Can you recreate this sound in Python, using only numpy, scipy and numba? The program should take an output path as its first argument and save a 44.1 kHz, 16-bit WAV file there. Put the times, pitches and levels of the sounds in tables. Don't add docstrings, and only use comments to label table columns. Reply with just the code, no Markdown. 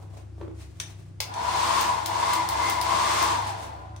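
import sys
import numpy as np
from scipy import signal
from scipy.fft import rfft, irfft
from scipy.io import wavfile
from numba import njit

SR = 44100
rng = np.random.default_rng(int(sys.argv[2]) if len(sys.argv) > 2 else 0)


def wrap_up_sound(samples):
    columns = np.atleast_2d(samples).T
    tamed = np.clip(columns, -1, 1)
    steps = np.round(tamed * 32767).astype(np.int16)
    wavfile.write(sys.argv[1], SR, steps)


N = 176400

# [f/Hz, level/dB, waver/ratio]
HUM = [(71.5, -50.5, 1.1), (99.8, -45.5, .45), (125.6, -60, 0.92), (160, -63, 1.3)]
# [f/Hz, level/dB]
ROOM_TONE = [(25, -30), (45, -11), (75, 2), (160, -7), (220, -12.5), (270, -8.5), (335, -3), (430, -18.5),
             (550, -20), (1200, -26.5), (3000, -34.5), (9000, -40), (15500, -55)]
ROOM_TONE_DB = -51.5

# [middle t/s, Gaussian half length t/s, scrape level/dB, rub level/dB]
SLIDES = [(0, 0.055, -62, -50), (0.18, 0.066, -64.5, -57.5), (0.406, 0.033, -67.5, -63),
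          (0.612, 0.041, -55.5, -59.5), (0.792, 0.0053, -69, -56.5), (0.887, 0.16, -61.5, -64),
          (3.484, 0.028, -43.5, -48), (3.625, 0.048, -49.5, -47.5), (3.754, 0.091, -71, -52)]
# [f/Hz, level/dB]
SCRAPE = [(300, -22), (1000, -1), (2000, 3.5), (5000, -0.5), (9500, -1.5), (15500, -12)]
# [f/Hz, level/dB]
RUB = [(150, -9.5), (400, -4.5), (700, -1), (1100, -7), (1800, -21.5), (6000, -34)]
# [t/s, level/dB]
BUMPS = [(0.381, -45), (0.404, -43), (.412, -28), (0.432, -42.5), (0.448, -41), (0.479, -38.5),
         (.512, -42.5)]
# [f/Hz, level/dB, decay by 60 dB t/s]
HOLDER_MODES = [(164, -20, 0.052), (328, -5, 0.56), (438, -13, 0.063), (588, -8.5, 0.058),
                (1150, -7.5, 0.052)]
# [f/Hz, level/dB]
HOLDER_CRACK = [(100, -5), (200, 4.5), (450, 10), (900, -5), (1800, -13), (4000, -25), (15500, -53)]
# [t/s, level/dB]
CLACKS = [(0.7997, -23.5), (1.339, -34), (3.962, -44.5)]
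# [f/Hz, level/dB, decay by 60 dB t/s]
PLASTIC_MODES = [(1670, -8.5, 0.046), (2850, -11, 0.019), (3480, 5, 0.028), (4280, -8, 0.028),
                 (5760, -4, 0.12), (5940, 2, 0.091), (6230, 1, 0.045)]
# [f/Hz, level/dB]
PLASTIC_CRACK = [(200, -36), (600, -5.5), (1200, -3.5), (3300, -1), (6000, -5.5), (10000, -5), (15500, -20)]

# [switch on t/s, switch off t/s, on click level/dB, off click level/dB, drive/share of full speed]
BURSTS = [(1.203, 1.809, -20, -37, 1.0), (2.059, 2.334, -25, -25, 0.99), (2.488, 2.697, -25.5, -31, 0.99),
          (2.813, 3.226, -26, -29, 1.02)]
# [f/Hz, level/dB, decay by 60 dB t/s]
SHELL_MODES = [(840, 5, 0.018), (2200, 6.5, 0.013), (3550, 2, 0.01), (5040, 6.5, 0.024), (5150, -6, 0.09),
               (8300, -4, 0.018)]
# [f/Hz, level/dB]
SWITCH_CRACK = [(200, -20), (700, -2.5), (1400, -6.5), (2700, -5), (3600, 0.5), (5000, -0.5), (7000, -7),
                (10000, -9.5), (15500, -19)]
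# [f/Hz, level/dB]
CONTACT_TICK = [(1000, -25), (6000, -3), (10000, 3), (14000, 1), (16000, 0)]
CONTACT_TICK_DB = -23
CONTACT_S, SNAP_S = 0.0005, 0.0044
RING_BLUR = 0.03

RUN_UP_S, COAST_S = 0.22, 0.48
# [f/Hz, level/dB per Hz]
AIR = [(60, -11.5), (150, -0.5), (330, -1.5), (480, -5), (750, 5), (1500, 4), (2600, 1.5), (4500, 0),
       (7000, -4), (9500, -6.5), (12000, -22), (14300, -12), (15500, -24.5)]
AIR_DB, AIR_PAN_DB, AIR_SPLIT_HZ = -25.5, -0.5, 1710
AIR_POWER_LOW, AIR_POWER_HIGH = 1.96, 3.67
HOWL_REST_HZ, HOWL_RISE_HZ, HOWL_WIDTH_HZ, HOWL_WANDER = 600, 510, 230, 0.012
HOWL_DB, HOWL_PAN_DB, HOWL_POWER = -32, 6, 4.55
HOWL_KNEE = 0.76
# [f/Hz, Gaussian half width f/Hz, lift level/dB]
HOLLOWS = [(348, 37, 5), (466, 31, 9), (600, 17, 6.5), (670.4, 17.6, 12.5), (738, 9.6, 2.5), (813, 32, 4),
           (878.6, 19, 7.5), (961, 33, 5.5), (986, 6.1, 10.5), (1067.4, 25, 7), (1181, 22, 3.5),
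           (1750, 22, 1)]
# [f/Hz, width f/Hz, level/dB]
NOZZLE = [(333, 42, -42), (2080, 150, -37.5)]
FACING_S, FACING_HALF_S, NOZZLE_POWER, HOWL_FACING_DB = 2.61, 0.75, 1.85, -0.5
BARREL_HZ, BARREL_WIDTH_HZ, BARREL_DB, BARREL_POWER = 1010, 40, -43.5, 1.1
# [ratio to its pitch, level/dB]
STRANDS = [(.8, -43.5), (.93, -40), (1.04, -38.5), (1.13, -40.5)]
STRAND_WIDTH_HZ, STRAND_POWER = 24, 1.5
FLICKER_DB = 2.5
# [f/Hz, width f/Hz, level/dB]
CORNER = [(487, 24, -45), (592, 25, -36.5), (802, 27, -36), (875, 71, -29.5), (960, 28, -31.5),
          (1165, 45, -37.5), (1430, 80, -36)]
CORNER_POWER, CORNER_PAN_DB = 1.7, 2.5
CORNER_REACH_HZ, CORNER_FAR_SHARE = 110, 0.63
# [f/Hz, width f/Hz, level/dB]
BRUSHES = [(1692, 49, -46.5), (3520, 410, -43), (4220, 36, -48), (4480, 73, -47.5), (7500, 4100, -52)]
BRUSH_POWER = 2.5

ROOM_T60_S, ROOM_TREBLE_T60_S, ROOM_GAP_S = 0.36, 0.18, 0.0065
# [f/Hz, left minus right level/dB]
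STEREO_BALANCE = [(300, 1), (1100, 0.5), (2400, 2), (4300, 2), (5300, 6.5), (6700, 4.5), (9200, -4.5),
                  (11000, 0)]
WIDE_HZ, WIDE_HALF_HZ, WIDE_MID_DB = 11610, 1025, -16.5
CENTRED_HZ, CENTRED_SIDE_DB, TOP_HZ = 13400, -25, 15750


def undb(db):
    return 10 ** (np.asarray(db) / 20)


def unit(x):
    return x / np.sqrt(np.mean(x ** 2))


def pan(db):
    return undb(np.array([[db], [-db]]) / 2)


def noise(likeness=0.):
    shared = np.clip(likeness, 0, 1)
    return np.sqrt(1 - shared) * rng.standard_normal((2, N)) + np.sqrt(shared) * rng.standard_normal(N)


def shape(x, gain):
    f = np.maximum(np.fft.rfftfreq(2 * N, 1 / SR), 1)
    return irfft(rfft(x, 2 * N) * gain(f))[..., :N]


def colour(x, points):
    hz, db = np.array(points).T
    return unit(shape(x, lambda f: undb(np.interp(np.log(f), np.log(hz), db))))


def walk(rate):
    return unit(shape(rng.standard_normal(N), lambda f: np.exp(-(f / rate) ** 2)))


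@njit
def resonate(x, hz, width):
    y, band, low = np.empty(len(x)), 0., 0.
    for i in range(len(x)):
        g, k = np.tan(np.pi * hz[i] / SR), width / hz[i]
        v = (band + g * (x[i] - low)) / (1 + g * (g + k))
        band, low, y[i] = 2 * v - band, low + 2 * g * v, k * v
    return y


def blown(hz, width, likeness):
    hz, width = hz * np.ones(N), float(width)
    return unit(np.array([resonate(resonate(x, hz, width), hz, width) for x in noise(likeness)]))


def bathroom(x, t, wet_db):
    tail = noise()
    low = shape(tail, lambda f: 1 / (1 + (f / 4000) ** 2))
    decaying = low * 1e-3 ** (t / ROOM_T60_S) + (tail - low) * 1e-3 ** (t / ROOM_TREBLE_T60_S)
    tail = decaying * (t > ROOM_GAP_S)
    return x + undb(wet_db) * signal.fftconvolve(x, unit(tail) / np.sqrt(N), axes=1)[:, :N]


def strike(t, hits, modes, crack, crack_s, ring_db, likeness):
    out = np.zeros((2, N))
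    age = t[:SR // 3]
    grit = colour(noise(likeness), crack)
    for start, db in hits:
        i = int(start * SR)
        n = min(len(age), N - i)
        drift = np.cumsum(rng.standard_normal((2, len(age))), axis=1)
        drift *= np.sqrt(RING_BLUR / (2 * np.pi * SR))
        ring = np.zeros((2, len(age)))
        for hz, mode_db, t60 in modes:
            cycles = hz * age + np.sqrt(hz) * drift + rng.random((2, 1)) / 2
            ring += undb(mode_db) * np.exp(-np.log(1000) * age / t60) * np.sin(2 * np.pi * cycles)
        burst = grit[:, i:i + n] * np.exp(-age[:n] / crack_s) + undb(ring_db) * ring[:, :n]
        onset = 1 - np.exp(-age[:n] / CONTACT_S)
        out[:, i:i + n] += undb(db) * burst * onset
    return out


def ventilator(t):
    hum = np.zeros(N)
    for hz, db, waver in HUM:
        envelope = 1 + waver * (walk(4.6) + 1j * walk(6.2)) / np.sqrt(2)
        carrier = np.exp(2j * np.pi * (hz * t + rng.random()))
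        hum += undb(db) * np.sqrt(2) * np.real(envelope * carrier)
    return hum * pan(0.42) + undb(ROOM_TONE_DB) * colour(noise(likeness=0.28), ROOM_TONE)


def slides(t):
    scrape = colour(noise(likeness=0.066), SCRAPE)
    rub = colour(noise(likeness=0.41), RUB)
    out = np.zeros((2, N))
    for mid, half, scrape_db, rub_db in SLIDES:
        swell = np.exp(-((t - mid) / half) ** 2)
        out += swell * (undb(scrape_db) * scrape + undb(rub_db) * rub)
    return out * undb(3.0 * walk(49))


def handling(t):
    bumps = strike(t, BUMPS, HOLDER_MODES, HOLDER_CRACK, crack_s=0.0045, ring_db=-5.5, likeness=0.83)
    clacks = strike(t, CLACKS, PLASTIC_MODES, PLASTIC_CRACK, crack_s=SNAP_S, ring_db=-11.0, likeness=0.15)
    return bathroom(clacks, t, wet_db=-3.5) + bathroom(bumps + slides(t), t, wet_db=-2.5)


def switch(t):
    hits = []
    for on, off, on_db, off_db, _ in BURSTS:
        hits += [(on, on_db), (off, off_db)]
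    snaps = strike(t, hits, SHELL_MODES, SWITCH_CRACK, crack_s=SNAP_S, ring_db=-11, likeness=0.21)
    contacts = [(start, CONTACT_TICK_DB) for start, _ in hits]
    tick_mode = [(14300, 0, 0.008)]  # f/Hz, level/dB, decay by 60 dB t/s
    ticks = strike(t, contacts, tick_mode, CONTACT_TICK, crack_s=SNAP_S, ring_db=-14, likeness=0.27)
    return bathroom(snaps, t, wet_db=-2.0) + bathroom(ticks, t, wet_db=-1.5)


def fan_speed(t):
    speed = np.zeros(N)
    for on, off, _, _, drive in BURSTS:
        held = np.clip(t - on, 0, off - on)
        climb = drive + (speed[int(on * SR)] - drive) * np.exp(-held / RUN_UP_S)
        coast = np.exp(-np.maximum(t - off, 0) / COAST_S)
        speed = np.where(t < on, speed, climb * coast)
    return speed


def howl_pitch(speed):
    return (HOWL_REST_HZ + HOWL_RISE_HZ * speed) * (1 + HOWL_WANDER * walk(12.0))


def rush(speed):
    air = colour(noise(likeness=0.12), AIR)
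    low = shape(air, lambda f: 1 / (1 + (f / AIR_SPLIT_HZ) ** 2))
    by_speed = low * speed ** AIR_POWER_LOW + (air - low) * speed ** AIR_POWER_HIGH
    return undb(AIR_DB + 0.5 * walk(6.3)) * by_speed


def howl(speed, pitch, facing):
    swell = np.tanh((speed / HOWL_KNEE) ** HOWL_POWER)
    level = undb(HOWL_DB + HOWL_FACING_DB * facing + 1.7 * walk(22))
    return level * swell * blown(pitch, HOWL_WIDTH_HZ, likeness=0.44)


def hollow_lift(f):
    return undb(sum(db * np.exp(-((f - hz) / width) ** 2) for hz, width, db in HOLLOWS))


def nozzle(speed, facing):
    modes = sum(undb(db + FLICKER_DB * walk(4.7)) * blown(hz, width, likeness=0.93)
                for hz, width, db in NOZZLE)
    return facing * speed ** NOZZLE_POWER * modes


def barrel(speed):
    level = undb(BARREL_DB + FLICKER_DB * walk(6.6))
    return speed ** BARREL_POWER * level * blown(BARREL_HZ, BARREL_WIDTH_HZ, likeness=0.48)


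def airflow(t, speed, pitch):
    facing = np.exp(-((t - FACING_S) / FACING_HALF_S) ** 2)
    echoing_howl = bathroom(howl(speed, pitch, facing), t, wet_db=-7)
    stream = rush(speed) * pan(AIR_PAN_DB) + echoing_howl * pan(HOWL_PAN_DB)
    return shape(stream, hollow_lift) + nozzle(speed, facing) + barrel(speed)


def strands(speed, pitch):
    tones = sum(undb(db + FLICKER_DB * walk(7.6)) * blown(pitch * ratio, STRAND_WIDTH_HZ, likeness=0.59)
                for ratio, db in STRANDS)
    return speed ** STRAND_POWER * tones


def corner(speed, pitch):
    waves = np.zeros((2, N))
    for hz, width, db in CORNER:
        nearness = np.exp(-((pitch - hz) / CORNER_REACH_HZ) ** 2)
        fed = CORNER_FAR_SHARE + (1 - CORNER_FAR_SHARE) * nearness
        waves += undb(db) * fed * blown(hz, width, likeness=0.94)
    return speed ** CORNER_POWER * waves * pan(CORNER_PAN_DB) * np.array([[1], [-1]])


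def motor(speed):
    whir = sum(undb(db) * blown(hz, width, likeness=0.21) for hz, width, db in BRUSHES)
    return speed ** BRUSH_POWER * whir


def scene():
    t = np.arange(N) / SR
    speed = fan_speed(t)
    pitch = howl_pitch(speed)
    dryer = airflow(t, speed, pitch) + strands(speed, pitch) + corner(speed, pitch) + motor(speed)
    return ventilator(t) + handling(t) + switch(t) + dryer


def record(dry):
    hz, db = np.array(STEREO_BALANCE).T
    sides = np.array([[1], [-1]])
    left, right = shape(dry, lambda f: undb(np.interp(np.log(f), np.log(hz), db) * sides / 2))

    def mid_dip(f):
        return undb(WIDE_MID_DB * np.exp(-((f - WIDE_HZ) / WIDE_HALF_HZ) ** 4))

    def side_shelf(f):
        return undb(CENTRED_SIDE_DB * (1 + np.tanh((f - CENTRED_HZ) / 300)) / 2)

    mid = shape((left + right) / 2, mid_dip)
    side = shape((left - right) / 2, side_shelf)
    top_cut = signal.ellip(10, 0.2, 80, TOP_HZ, fs=SR, output="sos")
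    return signal.sosfilt(top_cut, np.array([mid + side, mid - side]))


dry = scene()
out = record(dry)
wrap_up_sound(out)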